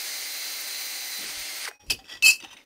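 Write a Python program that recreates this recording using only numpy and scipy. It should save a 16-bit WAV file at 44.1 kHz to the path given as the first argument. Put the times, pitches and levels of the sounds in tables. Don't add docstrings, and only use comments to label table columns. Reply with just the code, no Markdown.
import sys
import numpy as np
from scipy import signal
from scipy.fft import rfft, irfft
from scipy.io import wavfile

SR = 44100
rng = np.random.default_rng(int(sys.argv[2]) if len(sys.argv) > 2 else 0)


def volts_from_decibels(level):
    exponent = np.asarray(level, float) / 20
    return 10 ** exponent


def persist_wave(psi):
    counts = np.round(np.clip(psi, -1, 1) * 32767).astype(np.int16)
    wavfile.write(sys.argv[1], SR, np.atleast_2d(counts).T)


N = 116865
T = np.arange(N) / SR
HZ = np.arange(N // 2 + 1) * SR / N + 1


def rms_one(x):
    return x / np.sqrt(np.mean(x ** 2) + 1e-20)


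def colour(x, points, extra_db=0):
    hz, db = np.transpose(points)
    curve_db = np.interp(np.log(HZ), np.log(hz), db) + extra_db
    return rms_one(irfft(rfft(x) * volts_from_decibels(curve_db), N))


def peaks_db(rows):
    return sum(db / (1 + (2 * (HZ - hz) / width) ** 2) for hz, width, db in rows)


def high_pass(x, hz):
    return signal.sosfilt(signal.butter(4, hz, "high", fs=SR, output="sos"), x)


def drift(rate):
    knots = rng.standard_normal(2000)
    return np.interp(T * rate * 2, np.arange(len(knots)), knots) * 1.22


def grit(spread_db):
    size_db = spread_db * np.minimum(rng.exponential(1, N), 4)
    return rms_one(rng.standard_normal(N) * volts_from_decibels(size_db))


def click(s):
    return 1. * (np.arange(N) == int(s * SR))


def ring(x, hz, t60):
    r, w = volts_from_decibels(-60 / (t60 * SR)), 2 * np.pi * hz / SR
    return signal.lfilter([0, np.sin(w)], [1, -2 * r * np.cos(w), r * r], x + 1e-18)


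def strokes(rows):
    out = 0
    for s, attack, hold, fall, db in rows:
        rise = np.clip((T - s) / attack, 0, 1)
        since_hold = np.clip(T - s - attack - hold, 0, 1)
        out = out + volts_from_decibels(db - 60 * since_hold / fall) * rise
    return out


# t/s, turns f/Hz, gear hiss level/dB, share of the tool turned away [0-1]
ROTOR = [(0, 293.6, -34.5, 0.14), (0.602, 292.6, -35, 0.09), (1.1, 290.3, -35, 0.08),
         (1.172, 285.9, -35, 0.08), (1.234, 293.1, -34.5, 0.7), (1.402, 296.5, -35.5, 0.57),
         (1.521, 301.7, -35.5, 0.52), (1.598, 300.5, -35.5, 0.54), (1.651, 290.5, -34, 0.84),
         (1.67, 170, -39.5, 0.99), (1.689, 65, -36.5, 0.86), (1.709, 40.2, -68, 0.3)]
TONE_MULTIPLES = (1, 2, 7, 14, 16, 17.3, 21, 22)
# level/dB facing us, level/dB turned away
TONES_DB = [(-65, -58), (-66.5, -60), (-50.5, -51.5), (-43.5, -51), (-70, -53), (-62, -50), (-46, -52),
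            (-67, -51)]
# f/Hz, level/dB (per Hz)
GEARS = [(24, -73), (40, -63), (264, -20), (290, -15.5), (1080, -14), (2100, -5.5), (3390, -9), (4100, -1),
         (12000, -12.5), (15600, -44.5), (22000, -120)]
GEARS_AWAY = [(24, -107), (40, -40), (80, -14), (264, -52.5), (297, -13), (934, -10.5), (2150, 0),
              (4960, -1), (12000, -9.5), (15600, -29), (22000, -120)]
FAN = [(12300, -75), (13000, 0), (13900, 8.5), (14600, 4), (15800, -1.5)]
# f/Hz, width/Hz, level/dB
HOUSING = [(2130, 470, 4.5), (2660, 110, 1), (4730, 580, 3), (784, 125, 6.5), (7670, 290, -7.5),
           (9380, 1200, 3.5), (5200, 300, -5),]
HOUSING_AWAY = [(8270, 280, 8.5), (9520, 220, 0), (5150, 250, 6.5), (12500, 1600, -4)]


def drill():
    s, *columns = np.transpose(ROTOR)
    turns, hiss_db, away = [np.interp(T, s, column) for column in columns]
    away = np.clip(away, 0, 1)
    notch_hz = 12780
    notch_db = peaks_db([(notch_hz, 330, -11)])
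    housing_db = peaks_db(HOUSING) - 40 * (HZ > notch_hz)
    facing = colour(grit(0.91), GEARS, housing_db + notch_db)
    turned = colour(grit(1.4), GEARS_AWAY, housing_db + peaks_db(HOUSING_AWAY) + notch_db / 2)
    gears = np.sqrt(1 - away) * facing + np.sqrt(away) * turned
    fan_db = -4.5 - 9 * away + (1 + 2 * away) * drift(30)
    fan = colour(grit(3.9), FAN, notch_db) * volts_from_decibels(fan_db)
    out = volts_from_decibels(hiss_db) * (gears * volts_from_decibels(.6 * drift(25)) + fan)

    phase = 2 * np.pi * np.cumsum(turns * (1 + 0.00043 * drift(25.16))) / SR
    braking = np.clip(8 * (1 - turns / 285), 0, 1)
    for k, (near_db, away_db) in zip(TONE_MULTIPLES, TONES_DB):
        brake_db = 11 * braking * {7: 1, 14: .5}.get(k, -1)
        level_db = near_db + (away_db - near_db) * away + 1.5 * drift(8.23)
        level_db += hiss_db - ROTOR[0][2] + brake_db
        out += np.sqrt(2) * volts_from_decibels(level_db) * np.sin(k * phase + rng.uniform(0, 2 * np.pi))
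    return out


# t/s, peak level/dB, f/Hz, t60/s
KNOCKS = [(1.6539, -23, 5700, 0.0078), (1.653, -24, 1839, 0.01), (1.669, -28, 2070, 0.008),
          (1.677, -21, 1540, 0.011), (1.678, -24, 2050, 0.012), (1.681, -32, 4300, .006),
          (1.682, -36, 594, 0.033), (1.684, -22.5, 2060, 0.0084), (1.687, -34, 2390, .012),
          (1.713, -30, 1610, 0.0082), (1.713, -40.5, 700, 0.034), (1.9, -19.5, 3390, .012),
          (1.9, -37, 6430, .008), (1.923, -21.5, 3500, .012), (1.949, -33, 3020, .02),
          (1.99, -46.5, 777, 0.13), (1.995, -45, 3280, .012), (2.0429, -43.5, 2600, 0.032),
          (2.2242, -18, 2950, .016), (2.2242, -20, 3760, 0.0085), (2.224, -21, 6300, 0.006),
          (2.403, -38, 2890, .014), (2.402, -39, 6030, .012), (2.4246, -35, 2920, 0.013),
          (2.434, -38.5, 318, 0.057), (2.4477, -28.5, 2980, .016), (2.446, -41.5, 794, 0.073),
          (2.5674, -39.5, 2160, .016), (2.579, -45, 2200, .016), (2.587, -44, 2180, .014),
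          (2.604, -44, 2200, .016), (2.614, -46, 2100, .016)]


def knocks():
    crack_noise = high_pass(signal.lfilter([.8], [1, -.6], rng.standard_normal(N)), 820)
    out = np.zeros(N)
    for s, db, hz, t60 in KNOCKS:
        out += volts_from_decibels(db) * high_pass(ring(click(s), hz, t60), hz / 2)
        out += crack_noise * strokes([(s, .0005, .0005, t60 * 0.78, db - 20.5)])
    return out


BIT_HZ = (2510, 5640, 830)
# level/dB, t60/s, t/s when touched and silenced
BIT = [(-55, 5.0, 1.845), (-57, 5.0, 1.865), (-61, 5.0, 1.87)]


def bit():
    out = np.zeros(N)
    for hz, (db, t60, end) in zip(BIT_HZ, BIT):
        touched = np.clip((end - T) / .015, 0, 1)
        out += volts_from_decibels(db + 2.5 * drift(25)) * ring(click(1.684), hz, t60) * touched
    return out


def scrape(rows, modes, widen, wander_db, hiss_db, minor_db):
    push = strokes(rows) * volts_from_decibels(1.5 * drift(120))
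    contacts = grit(2.0)
    out = volts_from_decibels(hiss_db) * high_pass(signal.lfilter([.45], [1, -1.1, .28], push * contacts), 700)
    minor_hz = np.geomspace(4100, 15200, 24) * rng.uniform(.97, 1.03, 24)
    minor = [(hz, 120, minor_db - hz / 2000) for hz in minor_hz]
    for k, (hz, width, db) in enumerate([*modes, *minor]):
        t60 = np.log(1000) / np.pi / (width * widen)
        fed = push * np.roll(contacts, 1511 * k) * volts_from_decibels(wander_db * drift(45))
        fed = signal.lfilter(*signal.butter(1, [hz - 250, hz + 250], "band", fs=SR), fed)
        even_out = np.sqrt(4 * np.log(1000) * widen * width / (40 * SR * t60))
        out += volts_from_decibels(db) * ring(fed, hz, t60) * even_out
    return out


PLATE_HZ = (2576, 2672, 2860, 3100, 4362, 4700, 5120, 5790, 7020, 7395, 8000, 8890, 10250, 12500)
PLATE_WIDTH_HZ = (35, 40, 60, 60, 50, 70, 60, 55, 70, 50, 60, 55, 50, 70)
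PLATE_DB = [-15, -12, -21, -24, -20, -16, -19, -21, -23, -21, -27, -28, -23, -27]
# t/s, attack/s, hold/s, fall t60/s, level/dB
DRAGS = [
    (2.2237, 0.00033, 0.011, 0.1, -25),
    (2.232, 0.025, 0.049, 0.072, -17.5),
    (2.312, 0.0029, 0.024, 0.1, -31.5),
    (2.357, 0.0012, 0.004, 0.048, -41),
]


def plate_drags():
    modes = zip(PLATE_HZ, PLATE_WIDTH_HZ, PLATE_DB)
    return scrape(DRAGS, modes, widen=1.2, wander_db=1.5, hiss_db=-21, minor_db=-23)


EDGE_DB = [-13, -11, -20, -17, -33, -18, -12.5, -18.5, -36, -38, -35, -24, -20.5, -24]
# t/s, attack/s, hold/s, fall t60/s, level/dB
EDGE_DRAGS = [
    (1.86, 0.0039, 0.063, .05, -53.5),
    (1.8975, 0.0023, 0.012, 0.043, -21.5),
    (1.91, 0.0034, 0.016, 0.071, -29.5),
]


def edge_drags():
    modes = zip(PLATE_HZ, PLATE_WIDTH_HZ, EDGE_DB)
    return scrape(EDGE_DRAGS, modes, widen=1.29, wander_db=1.5, hiss_db=-16.5, minor_db=-23)


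# t/s, hold/s, f/Hz, level/dB
SINGS = [(1.898, 0.0091, 2580, -23.5), (1.899, 0.016, 4600, -34), (1.908, 0.015, 4665, -35),
         (1.927, 0.0094, 2550, -41), (2.11, 0.057, 1950, -49.5), (2.2225, .013, 2640, -21.5),
         (2.237, .032, 2592, -17.5), (2.277, 0.021, 2582, -15.5), (2.256, 0.014, 3070, -24.5),
         (2.228, 0.018, 4355, -30), (2.249, 0.016, 4362, -20.5), (2.273, .024, 4385, -37),
         (2.291, 0.0061, 4690, -32), (2.258, 0.014, 5118, -26.5), (2.244, 0.0108, 10250, -33),
         (2.269, 0.018, 10275, -29), (2.269, 0.016, 7392, -23.5), (2.292, 0.014, 7030, -32.5),
         (2.286, 0.011, 7100, -41), (2.318, 0.011, 5250, -36), (2.406, .018, 4650, -56),
         (2.502, 0.014, 3100, -50), (2.529, 0.013, 1930, -56.5), (2.357, 0.039, 2610, -48.5)]


def sings():
    out = np.zeros(N)
    for s, hold, hz, db in SINGS:
        phase = 2 * np.pi * np.cumsum(hz * (1 + .003 * drift(70))) / SR
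        flutter = volts_from_decibels(.8 * drift(90))
        out += np.sqrt(2) * np.sin(phase) * flutter * strokes([(s, .004, hold, .045, db)])
    return out


# f/Hz, width/Hz, level/dB
SCRAP = [(1947, 16, -5.5), (2600, 25, -7.5), (3328, 200, -9), (4800, 40, -8.5), (5500, 110, -13),
         (6680, 80, -20.5), (7300, 84, -22.5), (8870, 60, -25)]
# t/s, attack/s, hold/s, fall t60/s, level/dB
RASPS = [
    (1.801, 0.0024, 0.015, 0.15, -64),
    (1.988, 0.00089, 0.0029, 0.078, -49),
    (2.043, 0.00096, 0.023, 0.5, -58),
    (2.078, 0.023, 0.051, 0.16, -47.5),
]


def scrap_rasps():
    return scrape(RASPS, SCRAP, widen=2.7, wander_db=2.0, hiss_db=-0.76, minor_db=-37)


# f/Hz, width/Hz, level/dB
SWARF = [(1966, 34, -15.5), (2680, 60, -8.5), (2950, 130, -12), (3670, 100, -11), (940, 45, -16.5),
         (6030, 98, -14), (5170, 60, -19), (8830, 57, -23)]
# t/s, attack/s, hold/s, fall t60/s, level/dB
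TICKS = [
    (2.398, 0.0026, 0.0048, 0.067, -49),
    (2.424, .001, 0.003, 0.038, -47.5),
    (2.432, 0.011, 0.0042, 0.14, -46),
    (2.478, 0.0033, 0.015, 0.089, -60),
    (2.503, 0.0031, 0.031, 0.1, -54.5),
    (2.525, .004, 0.0084, 0.1, -59),
    (2.567, 0.00056, 0.016, 0.22, -57),
]


def swarf_ticks():
    return scrape(TICKS, SWARF, widen=3.6, wander_db=3.3, hiss_db=-1.3, minor_db=-41)


# t/s, attack/s, hold/s, fall t60/s, level/dB
BUMPS = [
    (1.17, 0.044, 0.03, 0.33, -49.5),
    (1.82, 0.019, 0.042, .1, -61),
    (1.9, 0.0017, 0.016, 0.18, -40.5),
    (2.0, 0.015, 0.033, 0.21, -60),
    (2.1, 0.025, 0.032, 0.31, -57),
    (2.23, 0.0059, 0.043, 0.37, -51),
    (2.4, 0.033, .03, .15, -57.5),
    (2.52, 0.0091, 0.05, 0.32, -62.5),
]
THUDS = [
    (1.24, .02, 0.032, 0.17, -59),
    (1.32, 0.055, 0.049, 0.086, -58.5),
    (1.8, .01, .04, .1, -64),
    (1.86, 0.028, 0.044, 0.33, -46.5),
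    (2.11, 0.04, 0.027, 0.29, -62),
    (2.23, 0.021, 0.082, 0.22, -65.5),
    (2.4, .03, 0.11, 0.37, -69),
]


def bench():
    out = np.zeros(N)
    for rows, edges_hz in ((BUMPS, (201, 493)), (THUDS, (32, 105))):
        band = signal.butter(2, edges_hz, "band", fs=SR, output="sos")
        out += strokes(rows) * rms_one(signal.sosfilt(band, rng.standard_normal(N)))
    return out


def room(x):
    t = T[:SR // 2]
    noise = rng.standard_normal(len(t)) * (t > .004)
    dull = signal.sosfilt(signal.butter(2, 4200, fs=SR, output="sos"), noise)
    dull_t60, bright_t60 = 0.18, 0.21
    tail = dull * volts_from_decibels(-60 * t / dull_t60) + (noise - dull) * 0.59 * volts_from_decibels(-60 * t / bright_t60)
    return volts_from_decibels(-16) * signal.fftconvolve(x, tail / np.sqrt(np.sum(tail ** 2)))[:N]


# f/Hz, level/dB (per Hz)
SHOP = [(30, -6), (300, -5), (1000, -4), (3000, -12), (7000, -25), (15000, -44)]


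def shop():
    return volts_from_decibels(-68) * colour(rng.standard_normal(N), SHOP)


def scene():
    near = drill() + knocks() + bit()
    near += plate_drags() + edge_drags() + sings()
    near += scrap_rasps() + swarf_ticks()
    return (near + room(near) + bench() + shop())[None]


def low_pass(x):
    return signal.sosfilt(signal.butter(12, 16520, fs=SR, output="sos"), x)


def record(dry):
    change_s, fade_out_s, fade_in_s, end_fade_s = 1.792, .04, .01, .01
    dip = np.maximum((change_s - T) / fade_out_s, (T - change_s) / fade_in_s)
    fades = np.clip(dip, .05, 1) * np.clip((T[-1] - T) / end_fade_s, .4, 1)
    top_cut = signal.ellip(14, .5, 65, 15720, fs=SR, output="sos")
    return low_pass(signal.sosfilt(top_cut, dry * fades))


dry = scene()
out = record(dry)
persist_wave(out)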